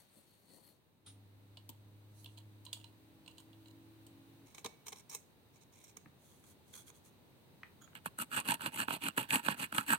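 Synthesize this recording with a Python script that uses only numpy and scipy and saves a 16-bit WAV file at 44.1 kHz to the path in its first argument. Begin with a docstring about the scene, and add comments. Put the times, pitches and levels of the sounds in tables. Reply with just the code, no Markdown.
"""Fretwork at a craft table.

In a small room a compass scratches a circle on thin plywood, a wing nut slips tight on a fret saw while
a distant motor hums, and the blade is threaded through a hole in the board. Then the saw cuts in quick strokes.
Contacts are force envelopes on noise through band-pass resonances, the motor is sines, the air is shaped noise.
"""
import sys
import numpy as np
from scipy import signal
from scipy.fft import rfft, irfft
from scipy.io import wavfile
from scipy.ndimage import uniform_filter1d

SR = 44100
rng = np.random.default_rng(int(sys.argv[2]) if len(sys.argv) > 2 else 0)


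def persist_wave(psi):
    """Save psi, clipped to +-1, as 16-bit WAV."""
    counts = np.round(np.clip(psi, -1, 1) * 32767).astype(np.int16)
    wavfile.write(sys.argv[1], SR, np.atleast_2d(counts).T)


N = 440118
T = np.arange(N) / SR

# Levels in the tables are nominal: the functions add mix gains and random spread.
# Left-right is the level of the left channel over the right.

# Room noise. Each row: time in seconds, low level in dB, high level in dB.
AIR_CURVE = [(0, -74.5, -74), (1.04, -73.5, -81.5), (1.07, -69, -75.5), (4.3, -66.5, -71.5),
             (5.4, -68, -74.5), (7.8, -65, -72.5), (9.98, -70.5, -69.5)]
# Colour of the rumble. Each row: frequency in Hz, relative density in dB.
RUMBLE_SPECTRUM = [(15, -70), (25, -56), (48, -14), (97, 2), (332, -5.5), (470, -9), (554, -11.5),
                   (607, -11), (666, -14.5), (909, -13.5), (1790, -35), (2000, -34), (2600, -64),
                   (4400, -120)]
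# Colour of the hiss. Each row: frequency in Hz, relative density in dB.
HISS_SPECTRUM = [(880, -4), (1500, -3.5), (2460, -4.5), (2740, -4), (3380, -6), (3840, -2), (5440, -14.5),
                 (6430, -12), (7170, -17), (8570, -9), (9370, -13.5), (13400, -10.5), (16000, -7.5)]

# Pressure of the compass point through its one turn. Each row: time in seconds, hiss in dB.
COMPASS_PRESSURE = [(0.0, -69), (0.08, -85), (0.17, -71), (0.25, -79), (0.35, -75.5), (0.44, -77.5),
                    (0.548, -64.5), (0.625, -70), (0.675, -68), (0.8, -97.5)]
# Compass resonances. Each row: centre in Hz, width in Hz, level in dB, left-right in dB.
POINT_MODES = [(1930, 270, -10, -18), (3520, 1500, -6.5, -8), (4350, 320, 5.5, 9), (6200, 1300, -4.5, 5),
               (8950, 2000, -5, 21.5), (11900, 3800, -8.5, 18), (14500, 2400, -8, 0)]
# Table under the compass. Each row: centre in Hz, width in Hz, level in dB, left-right in dB.
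TABLE_MODES = [(195, 92, -2, 10), (315, 110, -0.5, 9), (547, 190, -3.5, 10), (890, 300, -9.5, 1),
               (1390, 1400, -25, -21)]

# Soft thumps of hands and wood on the table. Each row: time in seconds, level in dB.
THUMPS = [(0.165, -64), (1.692, -53.5), (4.65, -55.5), (5.968, -60), (6.059, -57), (8.057, -53)]
# Dull ticks of wood. Each row: time in seconds, knock in dB, snap in dB.
WOOD_TICKS = [(6.0595, -50.5, -59.5), (7.633, -47, -43), (7.877, -58.5, -63), (7.932, -63, -58.5)]
# Ticking wood, two knock then two snap modes. Each row: centre in Hz, width in Hz, level in dB, left-right in dB.
TICK_MODES = [(646, 590, -6, 0), (1300, 560, 6, 4), (2230, 700, 1, -3), (3300, 310, -17, -12)]
# Table top under saw and thumps. Each row: centre in Hz, width in Hz, level in dB, left-right in dB.
BENCH_MODES = [(130.4, 60, -3.5, -2), (189.4, 70, 0.5, -3), (257.6, 98, 2, -3), (324, 118, -11.5, -5)]

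# Short bright brush against the frame. Each row: time in seconds, level in dB.
BRUSH_CURVE = [(1.058, -88), (1.065, -55.5), (1.085, -58), (1.12, -73), (1.19, -98)]
# Brushed frame. Each row: centre in Hz, width in Hz, level in dB, left-right in dB.
BRUSH_MODES = [(1360, 250, 0.5, 0), (3700, 1000, 7.5, 0), (5500, 7200, -3, 0), (8970, 490, 12.5, 0),
               (9800, 580, 6, 0)]
# Wing nut slips on its thread. Each row: time in seconds, clamp ring in dB, its treble in dB, frame knock in dB.
NUT_SLIPS = [(1.5716, -45, -60, -62), (1.6925, -48, -52.5, -59), (2.245, -52, -69, -70.5),
             (2.2595, -45.5, -61.5, -63.5), (2.379, -51.5, -58.5, -63), (2.652, -54, -50, -69),
             (2.6651, -45.5, -65.5, -63), (2.7302, -33, -37.5, -55), (2.7684, -60, -72, -64),
             (2.8424, -47.5, -57, -62.5), (3.2615, -55, -65, -66), (3.2779, -45.5, -56, -55),
             (3.3816, -50.5, -54.5, -60), (3.4014, -61.5, -56.5, -59), (3.5303, -59.5, -74.5, -77.5),
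             (3.658, -59, -71, -65), (4.0668, -59.5, -56.5, -72)]
# Steel clamp, lower modes. Each row: centre in Hz, width in Hz, level in dB, left-right in dB.
CLAMP_LOW_MODES = [(2860, 180, 7, -6), (3140, 670, 6.5, -6), (4090, 230, 4, -9), (4200, 560, 3, -9)]
# Steel clamp, upper modes. Each row: centre in Hz, width in Hz, level in dB, left-right in dB.
CLAMP_HIGH_MODES = [(5230, 2800, -10.5, -1), (6900, 660, -2, -5.5), (8100, 370, -0.5, -11),
                    (8660, 1500, -0.5, 0), (10200, 5000, -12, 5), (13250, 360, -4, 11),
                    (14600, 1800, -12, 13)]
# Frame knocked by the nut. Each row: centre in Hz, width in Hz, level in dB, left-right in dB.
CLAMP_KNOCK_MODES = [(630, 170, -8.5, 1), (978, 137, 0, 2), (1520, 250, -19.5, -17)]
# Fingers rub on the nut. Each row: time in seconds, level in dB.
NUT_RUB_CURVE = [(2.1, -91), (2.2, -68.5), (2.26, -74), (2.35, -79)]
# Bright top of the nut's sharpest clicks. 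Each row: time in seconds, level in dB.
SLIP_TREBLE = [(1.692, -44), (1.699, -47.5), (2.244, -57), (2.653, -72), (4.067, -57.5)]
# Bands of that bright top. Each row: centre in Hz, width in Hz, level in dB, left-right in dB.
SLIP_TREBLE_MODES = [(6500, 4900, -1.5, 0), (10000, 4500, -4.5, 12), (13700, 1200, 6, 8),
                     (15300, 1600, 0, 6)]

# Distant motor. Each row: time in seconds, first harmonic in dB, third harmonic in dB, drone in dB.
MOTOR_CURVE = [(1.07, -59, -75.5, -73.5), (1.9, -57.5, -74, -75.5), (2.45, -55, -68.5, -80),
               (2.76, -57, -68.5, -69), (3.3, -80, -66.5, -70.5), (3.56, -62, -63, -68),
               (4.0, -64.5, -62, -65.5), (4.46, -67.5, -65.5, -61.5)]

# Nut grinds on its washer. Each row: start in seconds, length in seconds, fastest moment as share of length, dB.
NUT_GRIND = [(2.365, 0.063, 0.35, -68), (2.72, 0.25, 0.2, -72), (3.23, 0.203, 0.78, -71),
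             (3.6, 0.14, 0.54, -71)]

# Blade slides in the hole. Each row: start in seconds, length in seconds, fastest moment as share of length, dB.
THREADING_SLIDES = [(4.455, 0.1, 0.12, -68), (4.53, 0.097, 0.57, -65), (4.855, 0.071, 0.2, -60),
                    (4.94, 0.073, 0.79, -60.5), (5.087, 0.095, 0.55, -51), (5.525, 0.076, 0.4, -72),
                    (5.6, 0.043, 0.65, -66), (5.715, 0.13, 0.17, -66.5), (5.78, 0.15, 0.79, -64.5)]
# Blade teeth catch on the rim. Each row: time in seconds, low ring in dB, scratch in dB.
CATCHES = [(4.547, -56, -51.5), (4.581, -49.5, -52), (4.646, -40, -40.5), (4.66, -39.5, -41),
           (4.867, -49.5, -47), (4.882, -47.5, -41.5), (4.922, -50, -47), (4.928, -47, -48),
           (4.959, -59, -58), (5.097, -57, -44.5), (5.148, -50, -37), (5.84, -78, -55.5),
           (5.969, -52, -45.5)]
# Scraped blade, lower modes. Each row: centre in Hz, width in Hz, level in dB, left-right in dB.
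BLADE_LOW_MODES = [(450, 86, 5, 2), (973, 315, 5, 3.5), (1710, 260, -7, 8), (2267, 260, 6, 0),
                   (2610, 160, 1, 3), (3280, 600, 0, -3.5), (3940, 400, 3, -7), (4470, 420, -4.5, 4)]
# Scraped blade, upper modes. Each row: centre in Hz, width in Hz, level in dB, left-right in dB.
BLADE_HIGH_MODES = [(5640, 300, 7.5, -9), (6360, 380, 3.5, 1), (6600, 450, 5, -11), (7500, 310, 1.5, -9),
                    (8360, 160, 6, 4.5), (8800, 1700, 4, -1.5), (10200, 530, -2, 4),
                    (11500, 3900, -5.5, 16), (13100, 630, 2.5, 3), (14600, 1700, -6, 21)]
# Slack blade is plucked by a catch. Each row: time in seconds, level in dB.
PLUCKS = [(4.661, -64), (4.884, -76.5)]
# Ringing slack blade. Each row: centre in Hz, width in Hz, level in dB, left-right in dB.
SLACK_BLADE_MODES = [(2258, 12, 4, -4), (5690, 40, -16, 5)]

# Low woody knock under the blade catches. Each row: time in seconds, level in dB.
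CATCH_KNOCKS = [(4.582, -61.5), (4.649, -46), (4.661, -46.5), (4.885, -60), (4.925, -52.5), (5.969, -58)]
# Hand-held board. Each row: centre in Hz, width in Hz, level in dB, left-right in dB.
HELD_BOARD_MODES = [(414, 72, 10, 2), (804, 260, 3, 1), (1116, 170, 3.5, -4), (1600, 750, -21, -9),
                    (2290, 130, -6, -2)]

# Board pushed along blade. Each row: start in seconds, length in seconds, fastest moment as share of length, dB.
PUSHES = [(6.17, 0.32, 0.35, -71), (6.42, 0.125, 0.66, -66.5), (6.645, 0.12, 0.5, -71.5),
          (6.725, 0.12, 0.27, -56), (6.855, 0.061, 0.37, -61), (6.935, 0.069, 0.37, -69),
          (7.035, 0.072, 0.36, -67.5)]
# Board jerks on the teeth. Each row: time in seconds, level in dB.
JERKS = [(6.44, -53), (6.7383, -38.5), (6.753, -45), (6.8809, -48), (6.9015, -44.5)]
# Rubbing hiss of board or nut. Each row: centre in Hz, width in Hz, level in dB, left-right in dB.
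RUB_HISS_MODES = [(4270, 740, -5.5, -2), (6150, 1200, -8, -10.5), (8600, 1700, -1.5, -2),
                  (10500, 680, -2, -4), (12800, 2900, -7, 7), (14900, 1800, -18, 17)]
# Ring of the pushed board. Each row: centre in Hz, width in Hz, level in dB, left-right in dB.
PUSH_RING_MODES = [(490, 74, 4, 0), (1160, 430, 0, 0), (1540, 290, -3.5, -6), (2240, 500, -2, 0),
                   (3350, 270, 2, -13), (6370, 410, -4.5, -21), (6870, 310, 0, -12)]
# Blade squeaks as the frame is taken up. Each row: time in seconds, level in dB.
SQUEAK_CURVE = [(7.805, -85), (7.822, -56), (7.83, -68.5), (7.843, -61), (7.87, -85)]
# Squeaking blade. Each row: centre in Hz, width in Hz, level in dB, left-right in dB.
SQUEAK_MODES = [(1340, 320, 6, -2), (3310, 235, 2, -12), (6680, 230, 6.5, -14), (9500, 11700, -14, 0)]

# Two short nudges, then full saw strokes. Each row: start in seconds, length in seconds,
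# fastest moment as share of length, tooth rasp in dB, drag on the frame in dB, bite into the board in dB.
STROKES = [(7.947, 0.055, 0.1, -56, -51, -57), (8.036, 0.06, 0.48, -53.5, -55, -53),
           (8.166, 0.091, 0.53, -44, -48, -48.5), (8.288, 0.155, 0.49, -43, -43.5, -43.5),
           (8.43, 0.143, 0.52, -41.5, -41, -41.5), (8.585, 0.126, 0.5, -44.5, -44, -44.5),
           (8.698, 0.164, 0.69, -42, -43.5, -44.5), (8.858, 0.133, 0.52, -43.5, -43, -42.5),
           (8.993, 0.126, 0.43, -44.5, -43, -43.5), (9.151, 0.127, 0.29, -45, -45.5, -46.5),
           (9.273, 0.148, 0.5, -36, -39, -38), (9.411, 0.151, 0.56, -41, -42, -42.5),
           (9.55, 0.128, 0.54, -42, -43, -43), (9.706, 0.156, 0.43, -44, -46.5, -44.5),
           (9.844, 0.136, 0.59, -38, -41.5, -40)]
# A tooth snags hard. Each row: time in seconds, frame jolt in dB, crack in dB, board knock in dB.
SNAGS = [(7.9524, -46, -48, -47), (8.0591, -39.5, -39.5, -31), (8.1875, -44, -36, -39.5),
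         (8.2231, -50, -41, -39), (8.3743, -38, -52, -32), (8.4017, -46, -35.5, -48),
         (8.5078, -28.5, -30, -38), (8.519, -37, -36, -40), (8.542, -39, -34, -43),
         (8.6083, -45, -52, -39.5), (8.6608, -30.5, -38, -28), (8.8019, -33.5, -33, -34),
         (8.8832, -35.5, -45.5, -27), (8.9065, -38, -49, -31), (9.0205, -39, -55, -40.5),
         (9.0851, -32, -32, -35), (9.1772, -40, -41, -23.5), (9.182, -28.5, -39, -32),
         (9.3062, -28.5, -33, -37), (9.3321, -32.5, -45, -30), (9.4839, -31, -48, -23),
         (9.725, -39, -43, -31.5), (9.7822, -24, -33, -25), (9.9024, -37, -43, -26.5),
         (9.9333, -37, -30, -27)]
# Sawn board. Each row: centre in Hz, width in Hz, level in dB, left-right in dB.
BOARD_MODES = [(487, 170, -10, -3.5), (707, 200, -7, -6.5), (903, 127, 3, -8.5), (1070, 128, -7.5, -19),
               (1375, 273, 0.5, -11), (1660, 250, -1, -9)]
# Saw frame. 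Each row: centre in Hz, width in Hz, level in dB, left-right in dB.
FRAME_MODES = [(2160, 380, -2, -11.5), (2537, 270, -3.5, -24.5), (2792, 260, 3, -16.5),
               (3160, 690, -3.5, -11.5), (4240, 650, -3.5, -5.5)]
# Saw teeth. Each row: centre in Hz, width in Hz, level in dB, left-right in dB.
TEETH_MODES = [(6500, 1340, -13, 14), (8280, 780, 0, 22.5), (8960, 240, -3, 27), (10540, 2800, -4, 20.2),
               (13280, 810, -3.5, 26), (14100, 1400, -8, 10)]

COMPASS_RUMBLE_DB = -1.5  # table rumble relative to the hiss
MOTOR_HZ, MOTOR_RISE_HZ_PER_S = 101.8, 2.2  # mean pitch at onset, mean climb
DRONE_HZ = 277  # mean
RUB_POWER, CUT_POWER = 1.2, 2.2  # force grows as this power of speed
TEETH_PER_S = 270  # mean, at top stroke speed
SAWING_FROM_S, TURN_DRAG_DB, TURN_BITE_DB = 8.4, -63.5, -62  # floor of frame and board force once under way
WOOD_GRAIN_DB, WOOD_GRAIN_PER_S = 1.5, 60  # hard and soft grain
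SMALL_SNAGS_PER_S, SMALL_SNAG_DB = 45, 1  # random; height over the resistance, before normalizing
CUTOFF_HZ = 16100


def from_db(db):
    """Decibels to amplitude ratio."""
    return 10 ** (np.asarray(db) / 20)


def rms_one(x):
    """Scale to RMS 1."""
    return x / np.sqrt(np.mean(x ** 2) + 1e-20)


def level(rows, axis):
    """Gain in time from one dB column of a curve; silent outside it."""
    columns = np.transpose(rows)
    root_gain = np.interp(T, columns[0], from_db(columns[axis]) ** .5, 0, 0)
    return np.abs(uniform_filter1d(root_gain ** 2, 64))


def drift(knots_per_s):
    """Random wander of RMS 1: straight lines between Gaussian knots."""
    knots = rng.standard_normal(N // 20)
    return rms_one(np.interp(T * knots_per_s, np.arange(len(knots)), knots))


def band(x, low_hz, high_hz, order=2):
    """Butterworth band-pass: one resonance."""
    edges_hz = [max(low_hz, 10), min(high_hz, .48 * SR)]
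    return signal.sosfilt(signal.butter(order, edges_hz, "band", fs=SR, output="sos"), x + 1e-18)


def body(force, modes, order=2, apart_db=-2.5, wander_db=-4.0):
    """Rough contact rings every resonance, each wandering in level as the contact moves; unit force, unit level.

    apart_db: noise private to each channel over shared noise. wander_db: scale of the level wander.
    """
    out, power = np.zeros((2, N)), 0
    live = np.flatnonzero(force > force.max() * from_db(-70))
    span = slice(live[0], min(N, live[-1] + SR // 2))
    t, apart = T[span] - T[live[0]], from_db(apart_db)
    white = rng.standard_normal((2, 3, len(t)))
    mixed = (white[:, :1] + apart * white[:, 1:]) / np.hypot(1, apart)
    grit = mixed * force[span]
    for k, (hz, width_hz, db, pan_db) in enumerate(modes):
        sides = from_db([db + pan_db / 2, db - pan_db / 2])
        wander = np.interp(20 * t, np.arange(200), rng.uniform(-1.3, 1.3, 200))
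        ring = band(grit[k % 2], hz - width_hz / 2, hz + width_hz / 2, order=order)
        out[:, span] += sides[:, None] * from_db(wander_db * wander) * ring
        power += sides.mean() ** 2 * 2 * width_hz / SR
    return out / np.sqrt(power)


def fade(clicks, decay_s):
    """Each click starts a decay of its own height, with time constant decay_s."""
    return signal.lfilter([1], [1, -np.exp(-1 / (decay_s * SR))], clicks + 1e-18)


def blows(rows, axis, decay_s, build_s=.0006):
    """Force envelope of short contacts: each builds up, lets go and dies away."""
    clicks = np.zeros(N)
    clicks[[round(row[0] * SR) for row in rows]] = from_db([row[axis] for row in rows])
    build = fade(clicks[::-1], build_s)[::-1]
    return np.maximum(fade(clicks, decay_s), build)


def fibres(per_s, spread_db, decay_s):
    """Wood fibres break at random, a few of them loudly; mean power 1."""
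    sizes = from_db(spread_db * np.minimum(rng.exponential(1, N), 4))
    breaks = rng.random(N) < per_s / SR
    return rms_one(np.sqrt(fade(sizes ** 2 * breaks, decay_s)))


def hand_speed(row):
    """A hand starts from rest, reaches speed 1 along the move and stops again."""
    start_s, length_s, fastest = row[:3]
    moments_s = start_s + length_s * np.array([0, np.clip(fastest, .03, .97), 1])
    return np.sin(np.pi * np.interp(T, moments_s, [0, .5, 0]))


def moves(rows, axis, power):
    """Force envelope of hand moves: force follows a power of speed."""
    force = np.zeros(N)
    for row in rows:
        speed = hand_speed(row)
        moving = speed > 0
        force[moving] += from_db(row[axis]) * speed[moving] ** power
    return force


def left_late(x, lag_ms):
    """Delay the left channel, as for sound from the right; a negative lag advances it."""
    return np.array([np.interp(T - lag_ms / 1000, T, x[0]), x[1]])


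def room(x, wet_db, t60):
    """Diffuse reflections: decaying noise tails, different in each channel; t60 in seconds."""
    t = T[:SR // 2]
    tails = rng.standard_normal((2, len(t))) * from_db(-60 * t / t60) * (1 - np.exp(-t / 0.001))
    tails /= np.sqrt(np.sum(tails ** 2, axis=1, keepdims=True))
    return x + from_db(wet_db) * signal.oaconvolve(x, tails, axes=1)[:, :N]


def noise(spectrum, side_db):
    """Steady stereo noise of a given colour; side_db is side over mid."""
    hz, db = np.transpose(spectrum)
    log_hz = np.log(np.arange(N // 2 + 1) * SR / N + 1)
    gain = from_db(np.interp(log_hz, np.log(hz), db))
    mid, side = irfft(rfft(rng.standard_normal((2, N))) * gain, N)
    return rms_one(mid) + from_db(side_db) * rms_one(side) * [[1], [-1]]


def air():
    """Room rumble, mostly alike in both channels, with a wide faint hiss."""
    rumble = level(AIR_CURVE, axis=1) * noise(RUMBLE_SPECTRUM, side_db=-5.5)
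    hiss = level(AIR_CURVE, axis=2) * noise(HISS_SPECTRUM, side_db=1.0)
    return rumble + hiss


def compass():
    """The point drags over the grain, and the board passes its rumble to the table."""
    force = level(COMPASS_PRESSURE, axis=1) * fibres(per_s=2300, spread_db=2.5, decay_s=0.0015)
    return body(force, POINT_MODES) + body(from_db(COMPASS_RUMBLE_DB) * force, TABLE_MODES)


def ticks():
    """Small dry ticks of wood and soft thumps on the table: short forces ring broad resonances."""
    knock = body(blows(WOOD_TICKS, axis=1, decay_s=0.0018), TICK_MODES[:2])
    crisp = body(blows(WOOD_TICKS, axis=2, decay_s=0.00085), TICK_MODES[2:])
    thump = body(blows(THUMPS, axis=1, decay_s=0.015), BENCH_MODES)
    return room(knock + crisp, wet_db=-5.5, t60=0.27) + room(thump, wet_db=-12, t60=0.22)


def wing_nut():
    """Each slip of the nut rings the steel clamp and knocks the frame; a brush and rubbing fingers hiss."""
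    low_force = blows(NUT_SLIPS, axis=1, decay_s=0.0029, build_s=0.00074)
    high_force = blows(NUT_SLIPS, axis=2, decay_s=.004, build_s=.001)
    low = body(low_force, CLAMP_LOW_MODES, apart_db=-2, wander_db=-1.5)
    high = body(high_force, CLAMP_HIGH_MODES, apart_db=4.0, wander_db=-0.5)
    knock = body(blows(NUT_SLIPS, axis=3, decay_s=0.0042), CLAMP_KNOCK_MODES)
    brush = body(level(BRUSH_CURVE, axis=1), BRUSH_MODES)
    rub = body(level(NUT_RUB_CURVE, axis=1), RUB_HISS_MODES, apart_db=6)
    return room(left_late(low + high + knock + brush + rub, lag_ms=0.026), wet_db=-6.5, t60=0.21)


def motor():
    """A far motor slowly gains speed, as three harmonics, beside a wavering drone of level pitch."""
    hz = MOTOR_HZ + MOTOR_RISE_HZ_PER_S * (T - MOTOR_CURVE[0][0])
    turn = 2 * np.pi * np.cumsum(hz + 0.58 * drift(14)) / SR
    hum = level(MOTOR_CURVE, axis=1) * (np.sin(turn) + from_db(-19) * np.sin(2 * turn))
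    third = level(MOTOR_CURVE, axis=2) * np.sin(3 * turn)
    drone_gain = level(MOTOR_CURVE, axis=3) * from_db(3.0 * drift(8))
    drone_turn = 2 * np.pi * np.cumsum(DRONE_HZ + 4 * drift(25)) / SR
    drone = drone_gain * np.sin(drone_turn)
    return (hum + third + drone) * from_db(.7 * drift(9))


def nut_grind_and_treble():
    """The nut grinds in tiny jerks that ring the clamp; its sharpest clicks get a bright top."""
    grind = moves(NUT_GRIND, axis=3, power=RUB_POWER) * fibres(per_s=400, spread_db=5.0, decay_s=0.0013)
    steel = body(grind, CLAMP_LOW_MODES + CLAMP_HIGH_MODES, apart_db=5)
    treble_force = blows(SLIP_TREBLE, axis=1, decay_s=.003, build_s=.001)
    treble = body(treble_force, SLIP_TREBLE_MODES, apart_db=10)
    return room(steel + treble, wet_db=-24, t60=.28)


def threading():
    """Fine teeth scrape the rim of the hole; hard catches leave the slack blade ringing."""
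    grit = fibres(per_s=700, spread_db=2.5, decay_s=0.0015)
    slide = moves(THREADING_SLIDES, axis=3, power=RUB_POWER) * grit
    catch = blows(CATCHES, axis=1, decay_s=.004, build_s=0.0014)
    scratch = blows(CATCHES, axis=2, decay_s=.005, build_s=0.00083)
    low = body(from_db(-6) * slide + catch, BLADE_LOW_MODES, apart_db=3, wander_db=3.0)
    high = body(slide + scratch, BLADE_HIGH_MODES, apart_db=17.0, wander_db=2.0)
    ring = body(blows(PLUCKS, axis=1, decay_s=0.056), SLACK_BLADE_MODES, order=1)
    return room(left_late(low + high + ring, lag_ms=0.038), wet_db=-14.0, t60=0.31)


def catch_knocks():
    """Low woody knock under the blade catches: short forces ring the hand-held board."""
    force = blows(CATCH_KNOCKS, axis=1, decay_s=.005, build_s=.0015)
    return room(body(force, HELD_BOARD_MODES), wet_db=-11, t60=.3)


def pushing():
    """The board hisses along the blade in jerks, and the blade squeaks briefly."""
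    slide = moves(PUSHES, axis=3, power=RUB_POWER) * fibres(per_s=1700, spread_db=1, decay_s=.001)
    jerk = blows(JERKS, axis=1, decay_s=0.0013, build_s=0.00085)
    hiss = body(slide + from_db(-19) * jerk, RUB_HISS_MODES, apart_db=7, wander_db=-0.5)
    ring_force = from_db(-6) * slide + from_db(-7.5) * jerk
    ring = body(ring_force, PUSH_RING_MODES, apart_db=4.5, wander_db=2.5)
    squeak = body(level(SQUEAK_CURVE, axis=1), SQUEAK_MODES)
    return room(hiss + ring + squeak, wet_db=-12.5, t60=0.46)


def tooth_pulses(speed, top_rate):
    """Teeth pass fastest in mid-stroke, with bites of uneven size; at the turns a smooth drag is left."""
    rate = top_rate * np.sqrt(speed) * from_db(1.5 * drift(150))
    passed = np.floor(np.cumsum(rate) / SR)
    sizes = (speed > 0) * from_db(3.5 * np.clip(rng.standard_normal(N), -2, 1.2))
    bites = (np.diff(passed, prepend=0) > 0) * sizes
    force = fade(bites, .0012) + .13
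    return force / np.sqrt(np.mean(force[speed > .5] ** 2))


def uneven_wood():
    """Resistance of RMS 1: it wavers with the grain and jumps where a tooth catches."""
    catches = fade(rng.random(N) < SMALL_SNAGS_PER_S / SR, decay_s=.0015)
    grain = from_db(WOOD_GRAIN_DB * drift(WOOD_GRAIN_PER_S))
    return rms_one(grain * (1 + from_db(SMALL_SNAG_DB) * catches))


def snap(rows, axis, modes):
    """A fibre gives way at once and strikes every resonance; a unit click gives about a unit peak."""
    out, peak = np.zeros((2, N)), 0
    at = np.array([round(row[0] * SR) for row in rows])
    first = at[0] - 200
    for k, (hz, width_hz, db, pan_db) in enumerate(modes):
        sides = from_db([db + pan_db / 2, db - pan_db / 2])
        clicks = np.zeros(N)
        clicks[at] = from_db(np.array(rows)[:, axis] + rng.uniform(-2.5, 3.0, len(at)))
        ring = band(clicks[first:], hz - width_hz / 2, hz + width_hz / 2)
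        out[:, first:] += sides[:, None] * ring * (-1) ** k
        peak += (sides.mean() * np.pi * width_hz / SR) ** 2
    return out / np.sqrt(peak)


def saw():
    """Teeth hiss in the kerf and shake frame and board; the board passes its shaking on to the table."""
    rasp, drag, bite = (moves(STROKES, axis=k, power=CUT_POWER) for k in (3, 4, 5))
    # the blade still presses on frame and board at the turns
    drag = np.hypot(drag, from_db(TURN_DRAG_DB) * (T > SAWING_FROM_S))
    bite = np.hypot(bite, from_db(TURN_BITE_DB) * (T > SAWING_FROM_S))
    speed = sum(hand_speed(row) for row in STROKES)
    teeth = tooth_pulses(speed, top_rate=TEETH_PER_S) * uneven_wood()
    tearing = fibres(per_s=3400, spread_db=0.5, decay_s=0.00021)
    # a snagged tooth splinters the wood for a moment, then snaps free
    jolt = blows(SNAGS, axis=1, decay_s=0.0016, build_s=0.00053)
    crack = blows(SNAGS, axis=2, decay_s=0.0017, build_s=0.00085)
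    knock = blows(SNAGS, axis=3, decay_s=0.0014, build_s=0.0013)
    hiss = body(rasp * teeth * tearing + crack, TEETH_MODES, apart_db=5.5, wander_db=2.5)
    frame = body(drag * teeth + from_db(-4.5) * jolt, FRAME_MODES, apart_db=-6.0, wander_db=2.0)
    board = body(bite * teeth + from_db(-5) * knock, BOARD_MODES, apart_db=-9.5, wander_db=6.5)
    bench_force = from_db(-4) * np.sqrt(drag * bite) * teeth + from_db(-11) * knock
    bench = body(bench_force, BENCH_MODES, apart_db=-19.5, wander_db=2.5)
    hiss += snap(SNAGS, axis=2, modes=TEETH_MODES)
    frame += snap(SNAGS, axis=1, modes=FRAME_MODES)
    board += snap(SNAGS, axis=3, modes=BOARD_MODES)
    near = left_late(board + frame, lag_ms=.28) + left_late(bench, lag_ms=0.053)
    near += left_late(hiss, lag_ms=-0.74)
    early = room(near, wet_db=-13.0, t60=0.037)
    return room(early, wet_db=-28.5, t60=0.57)


def scene():
    """Sum of all sources."""
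    handling = ticks() + wing_nut() + nut_grind_and_treble() + threading() + catch_knocks() + pushing()
    return air() + compass() + handling + motor() + saw()


def record(dry):
    """Steep elliptic low-pass cuts the top."""
    return signal.sosfilt(signal.ellip(10, .1, 80, CUTOFF_HZ, fs=SR, output="sos"), dry)


dry = scene()
out = record(dry)
persist_wave(out)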